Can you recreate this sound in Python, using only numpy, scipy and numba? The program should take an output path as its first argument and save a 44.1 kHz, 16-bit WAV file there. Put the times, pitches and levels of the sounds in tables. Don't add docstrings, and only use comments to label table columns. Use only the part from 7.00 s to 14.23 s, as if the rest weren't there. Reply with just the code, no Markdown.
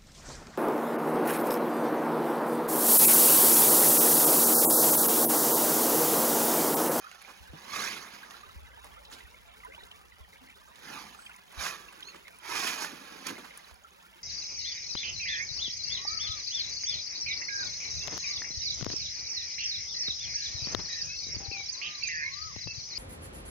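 import sys
import numpy as np
from scipy import signal
from scipy.fft import rfft, irfft, next_fast_len
from scipy.io import wavfile
from scipy.ndimage import uniform_filter1d
from numba import njit

SR = 44100
rng = np.random.default_rng(int(sys.argv[2]) if len(sys.argv) > 2 else 0)


def wrap_up_sound(samples):
    columns = np.atleast_2d(samples).T
    tamed = np.clip(columns, -1, 1)
    steps = np.round(tamed * 32767).astype(np.int16)
    wavfile.write(sys.argv[1], SR, steps)


N = 318843
T = np.arange(N) / SR
PADDED = next_fast_len(N, True)
HZ = np.maximum(np.fft.rfftfreq(PADDED, 1 / SR), 1)

# (time [s], relative level [dB])
BUMPS = [(.403, -44), (.495, -40), (1.469, -48), (1.56, -35), (1.619, -42), (2.241, -43.5), (3.204, -40),
         (4.574, -34.5), (6.717, -47)]
# (time [s], gain [dB])
FLOW = [(0, -4.5), (.5, 4), (1.5, 2.5), (2.2, 3), (2.75, 2), (3.1, .5), (4.3, 3.5), (4.45, 1.5), (6.4, 4),
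        (6.8, -0.5), (7.2, 1.5)]
# (frequency [Hz], gain [dB])
WATER_COLOUR = [(60, -33), (180, 7.5), (300, -2.5), (480, -1), (650, -2.5), (950, 3.5), (2200, -3),
                (3200, -2), (5500, -2.5), (7800, -10), (10500, -8.5), (15500, -11.5)]
# (time [s], relative level [dB], pitch [Hz])
PLOPS = [(.041, -34.5, 1230), (.066, -36, 1396), (.124, -42.5, 1440), (.248, -38.5, 2305),
         (1.232, -35, 1587), (1.342, -38, 1349), (1.432, -37.5, 1180), (1.49, -41, 1280),
         (1.716, -46, 2020), (1.772, -39.5, 905), (2.051, -36, 3790), (2.204, -43, 1990),
         (2.252, -49, 1850), (2.343, -44.5, 2150), (2.483, -48, 680), (2.602, -44.5, 2200),
         (2.631, -42, 1200), (2.636, -43, 1990), (2.648, -33, 980), (2.657, -42, 1840), (2.668, -44, 1450),
         (2.677, -49, 442), (2.699, -45, 1570), (2.721, -41, 2070), (2.736, -39, 2470),
         (2.748, -38.5, 2930), (2.778, -40, 924), (2.786, -45, 2250), (2.807, -43, 1880),
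         (2.835, -38.5, 3700), (2.913, -35, 2970), (3.121, -46.5, 1970), (3.245, -49, 1860),
         (3.33, -47, 2080), (3.357, -46, 2180), (3.408, -53, 256), (3.486, -44.5, 1950), (3.498, -39, 2296),
         (4.147, -40, 1220), (4.189, -39, 1390), (4.262, -35.5, 3100), (4.266, -38.5, 2410),
         (4.294, -41.5, 1440), (4.316, -41, 2590), (4.342, -44.5, 2140), (4.384, -48, 2000),
         (4.884, -36, 2660), (4.997, -40.5, 1503), (5.084, -35, 2610), (5.116, -53, 1254),
         (5.253, -45, 2070), (5.27, -41, 2120), (6.368, -37.5, 2091), (6.507, -42, 2090),
         (6.538, -41.5, 2200), (6.594, -44, 2006), (6.845, -38.5, 1323), (7.128, -49, 2190)]
# (time [s], relative level [dB], pitch [Hz])
DRIPS = [(2.116, -40, 7100), (4.222, -43.5, 4400), (4.355, -53, 6000), (5.026, -31, 3600),
         (5.029, -27, 3120), (5.033, -40, 5200), (6.645, -38, 3950), (6.683, -43, 4700), (6.757, -47, 5040),
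         (6.838, -47, 6700), (6.907, -50, 6350), (7.118, -53, 5400)]
# (time [s], length [s], top fundamental [Hz], arch of the pitch [0-1], harmonic [number], relative level [dB])
WHINES = [(4.16, 0.17, 7980, 0, 1, -51), (5.034, .1, 2165, 0.14, 2, -42),
          (5.034, .098, 2180, 0.17, 3, -49.5)]
# (time [s], relative level [dB], ring [Hz], decay by 60 dB [s])
STONES = [(.114, -41, 2000, .022), (0.216, -41.5, 2384, 0.039), (.282, -44, 847, 0.26),
          (.76, -33, 1300, 0.082), (.77, -41.5, 530, .45), (.918, -37, 1920, 0.081),
          (1.308, -38, 2470, 0.026), (1.843, -47.5, 925, 0.22), (2.114, -45, 1310, 0.1),
          (2.126, -41, 3900, 0.15), (2.143, -49, 800, .12), (2.185, -47.5, 2260, 0.2),
          (3.757, -47.5, 3000, 0.049), (4.362, -48.5, 6800, 0.035), (4.526, -46, 943, 0.065),
          (4.664, -28.5, 1670, 0.071), (4.925, -43, 1420, 0.048), (5.006, -42, 3800, 0.02),
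          (5.144, -42.5, 1110, 0.07), (5.159, -45.5, 2220, 0.076), (5.28, -39, 1850, 0.033),
          (5.56, -31.5, 2450, .05), (5.674, -26, 2300, 0.15), (5.843, -31, 1800, .07),
          (6.268, -27.5, 4770, 0.025), (6.288, -32, 2420, 0.061), (6.382, -36.5, 1090, 0.07),
          (6.446, -41.5, 1190, 0.1), (6.712, -43.5, 690, 0.025)]
# (time [s], relative level [dB])
TICKS = [(0.224, -37.5), (1.844, -35.5), (2.648, -39), (4.524, -42), (4.926, -41), (5.387, -40),
         (6.267, -39), (6.575, -28.5), (6.742, -38.5)]
# (time [s], relative level [dB], ring [Hz])
JOLTS = [(.533, -40.5, 144), (2.128, -50, 250), (5.146, -51, 320), (6.264, -38.5, 256), (6.298, -35, 250),
         (6.382, -41.5, 300)]
# (frequency [Hz], gain [dB])
GRAVEL_COLOUR = [(80, -13), (130, -15), (190, -10), (300, -8.5), (600, -3.5), (1100, -0.5), (1900, -2),
                 (2200, -2.5), (2400, 1.5), (2800, -6.5), (4100, -4), (5300, -6), (6600, -7.5),
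                 (7500, -25.5), (10500, -12.5), (15500, -21.5)]
# (frequency [Hz], width [Hz], gain after squaring [dB])
SHELL = [(1144, 330, 4.5), (1684, 150, 10), (2487, 145, 7.5), (3060, 150, 5), (4800, 250, 0.5),
         (5940, 250, 2.5), (6450, 250, -6.5)]
# (time [s], length [s], relative gravel level [dB], relative drumming level [dB])
RUNS = [(0, 0.37, -51.5, -90), (0.585, 0.39, -49, -58.5), (1.035, .34, -50, -72),
        (3.855, 0.19, -49.5, -57.5), (4.576, 0.55, -56.5, -63.5), (5.52, 0.812, -47, -54.5),
        (6.4, 0.053, -49, -60), (6.552, 0.14, -54, -78)]
# (time [s], length [s], relative level [dB], rise [dB/s], fall [dB/s], ring of the stones underneath [Hz])
SPURTS = [(0.752, 0.13, -33, 193, 76, 2110), (3.906, 0.089, -43, 119, 69.5, 826),
          (4.616, 0.052, -32.5, 267, 110, 1120), (5.035, 0.048, -55, 200, 198, 1470),
          (5.447, 0.035, -45.5, 400, 102, 2014), (5.497, 0.025, -34.5, 301.5, 100, 980),
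          (5.559, 0.15, -31.5, 303, 85, 2470), (5.823, 0.02, -33, 190, 223, 880),
          (6.268, 0.032, -36.5, 850, 502, 2400)]
# (delay at the start [s], change of delay over the whole drive [s], gain [dB])
ECHOES = [(.0016, -0.0061, -8), (.0029, -0.0095, -13), (.0052, .0016, -12.5)]
# (frequency [Hz], gain [dB])
TRUCK_BALANCE = [(250, 0.5), (420, -4), (620, -15.5), (1200, -5.5), (2400, -8), (3400, -7.5), (4700, -8),
                 (5650, -40), (6400, -3.5), (7400, 0)]
CREEK_BALANCE = [(550, 0.5), (1000, -7), (2000, 0), (3000, -2), (5700, -8), (7200, 1)]
# (frequency [Hz], phase [rad])
TRUCK_PHASE = [(170, 0.5), (330, -1.4), (560, 1.5), (690, -6), (750, -5.5), (1000, -5.5), (1900, -5.5),
               (3200, -4.5), (4500, -5), (6800, -6.5), (8400, -10), (11000, -12), (13300, -16.5),
               (15600, -17)]
CREEK_PHASE = [(200, -.8), (750, -3.1), (2100, -1.1), (3400, -3.1), (4500, -5.5), (6800, -6.7),
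               (8400, -9.4), (11000, -12.6), (13300, -15.7), (15600, -18.8)]

TOP_HZ = 15900
BUMP_HZ, BUMP_T60_S = 65, .12
AIR_DB = -71
GUST_S, GUST_DB, GUST_RISE_DB_PER_S, GUST_FALL_DB_PER_S = 1.55, -58, 57, 4.5
PLOP_DB, PLOP_SPREAD_DB, PLOP_HZ, PLOP_SPREAD_OCTAVES = -49, 1.5, 1940, 0.297
SHED_S, SHED_DB, SHED_OCTAVES = .022, -12.5, 0.305
WHINE_TOP = .55
WHINE_SAG = .8
TICK_HZ, JOLT_T60_S = 9800, 0.15
SETTLE_SHARE, CHATTER_DB, CHATTER_S = .025, 1, 0.0018
BED_DB, BED_WIDTH_HZ = -9.5, 88
SLIP_DB = 1.18
RUN_RISE_DB_PER_S, RUN_FALL_DB_PER_S = 200, 101
CHASSIS_DB_PER_DB = 0.29


def undb(db):
    return 10 ** (np.asarray(db) / 20)


def decibels(power):
    return 10 * np.log10(power + 1e-12)


def unit(x):
    return x / np.sqrt(np.mean(x ** 2))


def curve(rows):
    return np.interp(T, *np.transpose(rows))


def across(rows):
    hz, value = np.transpose(rows)
    return np.interp(np.log(HZ), np.log(hz), value)


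def shape(x, response):
    return irfft(rfft(x, PADDED) * response, PADDED)[:N]


def resonance(hz, width):
    return 1 / (1 + 1j * (HZ ** 2 - hz ** 2) / (HZ * width))


def ring(x, hz, q):
    return signal.lfilter(*signal.iirpeak(min(hz, SR / 3), max(q, 1), SR), x)


def walk(rate):
    hold = int(SR / rate)
    steps = np.repeat(rng.standard_normal(N // hold + 1), hold)
    return unit(uniform_filter1d(uniform_filter1d(steps, hold), hold)[:N])


def surge(s, length, db, rise, fall):
    before, after = np.maximum(s - T, 0), np.maximum(T - s - length, 0)
    return undb(db - rise * before - fall * after) ** 2


def add(out, s, x):
    i = max(int(s * SR), 0)
    out[i:i + len(x)] += x[:max(N - i, 0)]


def fade(t60):
    t = np.arange(int(t60 * SR) + 2) / SR
    return t, np.exp(-np.log(1000) * t / t60)


def rattle(hz, t60, q, crack):
    t, decay = fade(t60)
    noise, grip = rng.standard_normal((2, len(t)))
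    uneven = np.interp(t / CHATTER_S, np.arange(len(t)), np.clip(grip, -2, 2))
    noise = unit(noise * undb(CHATTER_DB * uneven))
    return (unit(ring(noise, hz, q)) + crack * noise) * decay


def grains(rate, spread_db):
    hit = rng.random(N) < rate / SR
    kick, size = rng.standard_normal((2, N))[:, hit]
    out = np.zeros(N)
    out[hit] = kick * undb(spread_db * np.clip(size, -2, 2))
    return unit(out / np.sqrt(rate))


@njit
def rings(rows, length, swell):
    out = np.zeros(length)
    for k in range(len(rows)):
        s, hz, t60, glide, gain = rows[k]
        first, steps = max(int(s * SR), 0), int(t60 * SR) + 1
        turn = np.exp(2j * np.pi * hz / SR - np.log(1000) / steps)
        bend = np.exp(2j * np.pi * hz * glide / SR / steps)
        z, rest, ease = gain + 0j, 1., np.exp(-hz / (swell * SR))
        for i in range(first, min(first + steps, length)):
            z, turn, rest = z * turn, turn * bend, rest * ease
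            out[i] += z.imag * (1 - rest)
    return out


def ports(direct, wide, balance, phase, width):
    share = width / (1 + (HZ / 7500) ** 4)
    direct = shape(direct, 1 / np.sqrt(1 + share ** 2))
    wide = shape(wide, share / np.sqrt(1 + share ** 2))
    left = shape(direct + wide, undb(across(balance)) * np.exp(1j * across(phase)))
    return np.array([left, direct - wide])


def handling():
    bumps = np.zeros(N)
    t, decay = fade(BUMP_T60_S)
    thump = np.sin(2 * np.pi * BUMP_HZ * t) * decay * 2 * (1 - np.exp(-t / .01))
    for s, db in BUMPS:
        add(bumps, s, undb(db) * thump)
    rumble = resonance(57.4, 45.4) ** 2
    air = np.array([unit(shape(rng.standard_normal(N), rumble)) for _ in range(2)])
    gust = surge(GUST_S, 0, GUST_DB, GUST_RISE_DB_PER_S, GUST_FALL_DB_PER_S)
    return np.array([shape(bumps, np.exp(1.7j)), bumps]) + air * np.sqrt(undb(AIR_DB) ** 2 + gust)


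def creek(count=3400):
    when, size, loud, life, slope, gap = rng.random((count, 6)).T
    s = when * N / SR
    hz = 330 * (3900 / 330) ** (size ** .6)
    gain = undb(-3.3 * np.log(1 - .97 * loud))
    t60 = (0.008 + 0.091 * life) * (1500 / hz) ** 0.37
    first = np.column_stack([s, hz, t60, 0.334 * slope ** 3, gain])
    shed_hz = hz * (.85 + 0.33 * slope)
    second = np.column_stack([s + .02 * gap, shed_hz, 0.69 * t60, 0.16 * life, 0.52 * gain])
    colour = undb(across(WATER_COLOUR))
    babble = unit(shape(rings(np.vstack([first, second]), N, swell=4.4), colour))
    babble = unit(babble * undb(1.14 * walk(16)))
    wash = unit(shape(grains(3500, spread_db=-1.0), colour)) * undb(2.2 * walk(70))
    return (undb(-58.0) * babble + undb(-62.0) * wash) * undb(curve(FLOW))


def plops(count=12, order=3):
    when, loud, size = rng.standard_normal((count, 3)).T
    lesser_db = PLOP_DB + PLOP_SPREAD_DB * loud
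    lesser_hz = PLOP_HZ * 2 ** (PLOP_SPREAD_OCTAVES * size)
    pockets = np.vstack([PLOPS, np.column_stack([when % 1 * N / SR, lesser_db, lesser_hz])])
    s, db, hz = np.repeat(pockets, order, axis=0).T
    when, loud, size = rng.standard_normal((len(s), 3)).T
    shed_db = db + SHED_DB + 2.7 * loud
    shed = np.column_stack([s + SHED_S * np.abs(when), shed_db, hz * 2 ** (SHED_OCTAVES * size)])
    s, db, hz = np.vstack([pockets, shed]).T
    t60 = 0.044 * (1500 / hz) ** 1.05
    out = rings(np.column_stack([s, hz, t60, np.full(len(s), .12), undb(db + 3.5)]), N, swell=3.0)
    for s, db, hz in pockets:
        add(out, s, undb(db - 9.0) * rattle(hz, t60=0.045, q=12.0, crack=.05))
    return out


def trickle(count=110):
    when, loud, size = rng.random((count, 3)).T
    faint = np.column_stack([when * N / SR, -57.0 + 9.4 * loud ** 2, 2800 + 4500 * size])
    s, db, hz = np.vstack([DRIPS, faint]).T
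    t60 = 0.015 * np.sqrt(4000 / hz)
    return rings(np.column_stack([s, hz, t60, np.full(len(s), .15), undb(db + 1.5)]), N, swell=1.9)


def steering():
    out, flutter = 0, 0.0139 * walk(770)
    for s, length, hz, bend, harmonic, db in WHINES:
        u = np.clip((T - s) / length, 0, 1)
        slow = np.where(u < WHINE_TOP, 1, WHINE_SAG) * (1 - u / WHINE_TOP) ** 2
        turn = 2 * np.pi * np.cumsum(hz * (1 - bend * slow + flutter)) / SR
        swell = np.sin(np.pi * u) * (1 - u ** 3)
        out = out + undb(db) * swell * np.sin(round(harmonic) * turn)
    return out * undb(2.6 * walk(220))


def knocks():
    out = np.zeros(N)
    for s, db, hz, t60 in STONES:
        clack = rattle(hz, t60, q=1.66, crack=0.18)
        settle = 1 - np.exp(-np.linspace(0, 1, len(clack)) / SETTLE_SHARE)
        add(out, s - SETTLE_SHARE * t60, undb(db + 1.5) * clack * settle)
    for s, db in TICKS:
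        add(out, s, undb(db) * 0.45 * rattle(TICK_HZ, t60=0.011, q=8.5, crack=0.27))
    for s, db, hz in JOLTS:
        add(out, s, undb(db) * rattle(hz, JOLT_T60_S, q=1.96, crack=.02))
    return out


def bed():
    contacts = grains(9000, spread_db=1.0)
    stones = sum(unit(ring(contacts, hz, hz / BED_WIDTH_HZ)) * np.sqrt(surge(*burst))
                 for *burst, hz in SPURTS)
    return undb(BED_DB) * stones


def pebbles(count=7000):
    when, size, loud, life = rng.random((count, 4)).T
    hz = 700 + 8000 * size ** 1.2
    rows = np.column_stack([when * N / SR, hz, 0.0086 + 0.05 * life, 0 * life, undb(11.4 * loud)])
    return unit(rings(rows, N, swell=0.25))


def driving():
    rates = RUN_RISE_DB_PER_S, RUN_FALL_DB_PER_S
    roll = sum(surge(s, length, db, *rates) for s, length, db, _ in RUNS)
    drum = sum(surge(s, length, db, *rates) for s, length, _, db in RUNS)
    spin = sum(surge(*burst) for *burst, _ in SPURTS)
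    drive_db = decibels(roll + spin)
    return drive_db, decibels(drum) + CHASSIS_DB_PER_DB * (drive_db - decibels(roll))


def tyres(drive_db, chassis_db):
    rate = 22000 * undb(.6 * (drive_db + 30))
    colour = undb(across(GRAVEL_COLOUR)) / (1 + (60 / HZ) ** 4)
    shell = sum(undb(db) * np.abs(resonance(hz, width)) ** 2 for hz, width, db in SHELL)
    grind = unit(shape(grains(rate, spread_db=3.0) + undb(-6.5) * pebbles(), colour))
    singing = unit(shape(grains(rate, spread_db=2.5), shell))
    grind = unit(grind + undb(-7.5) * singing)
    sand = unit(shape(grains(15000, spread_db=3.5), resonance(5580, 930)))
    sand = sand * undb(-6.0 + 1.24 * (drive_db + 32))
    chassis = unit(shape(grains(900, spread_db=4.0), resonance(288, 330) ** 2)) * undb(chassis_db)
    slip_db = SLIP_DB * walk(110)
    return (grind + sand) * undb(drive_db + slip_db) + chassis


def rocks(x, drive_db):
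    travel = np.cumsum(undb(drive_db / 2))
    travel = travel / travel[-1]
    copies = sum(undb(db) * np.interp(T - delay - change * travel, T, x) for delay, change, db in ECHOES)
    return (x + copies) * undb(-1.0)


def scene():
    drive_db, chassis_db = driving()
    direct, wide = (rocks(tyres(drive_db, chassis_db), drive_db) for _ in range(2))
    hits = shape(knocks(), 1 / (1 + (90 / HZ) ** 4))
    truck = ports(direct + bed() + hits + steering(), wide, TRUCK_BALANCE, TRUCK_PHASE, width=0.23)
    water = ports(creek() + plops() + trickle(), creek(), CREEK_BALANCE, CREEK_PHASE, width=0.49)
    return truck + water + handling()


def record(dry):
    return signal.sosfilt(signal.ellip(10, .2, 70, TOP_HZ, fs=SR, output="sos"), dry)


dry = scene()
out = record(dry)
wrap_up_sound(out)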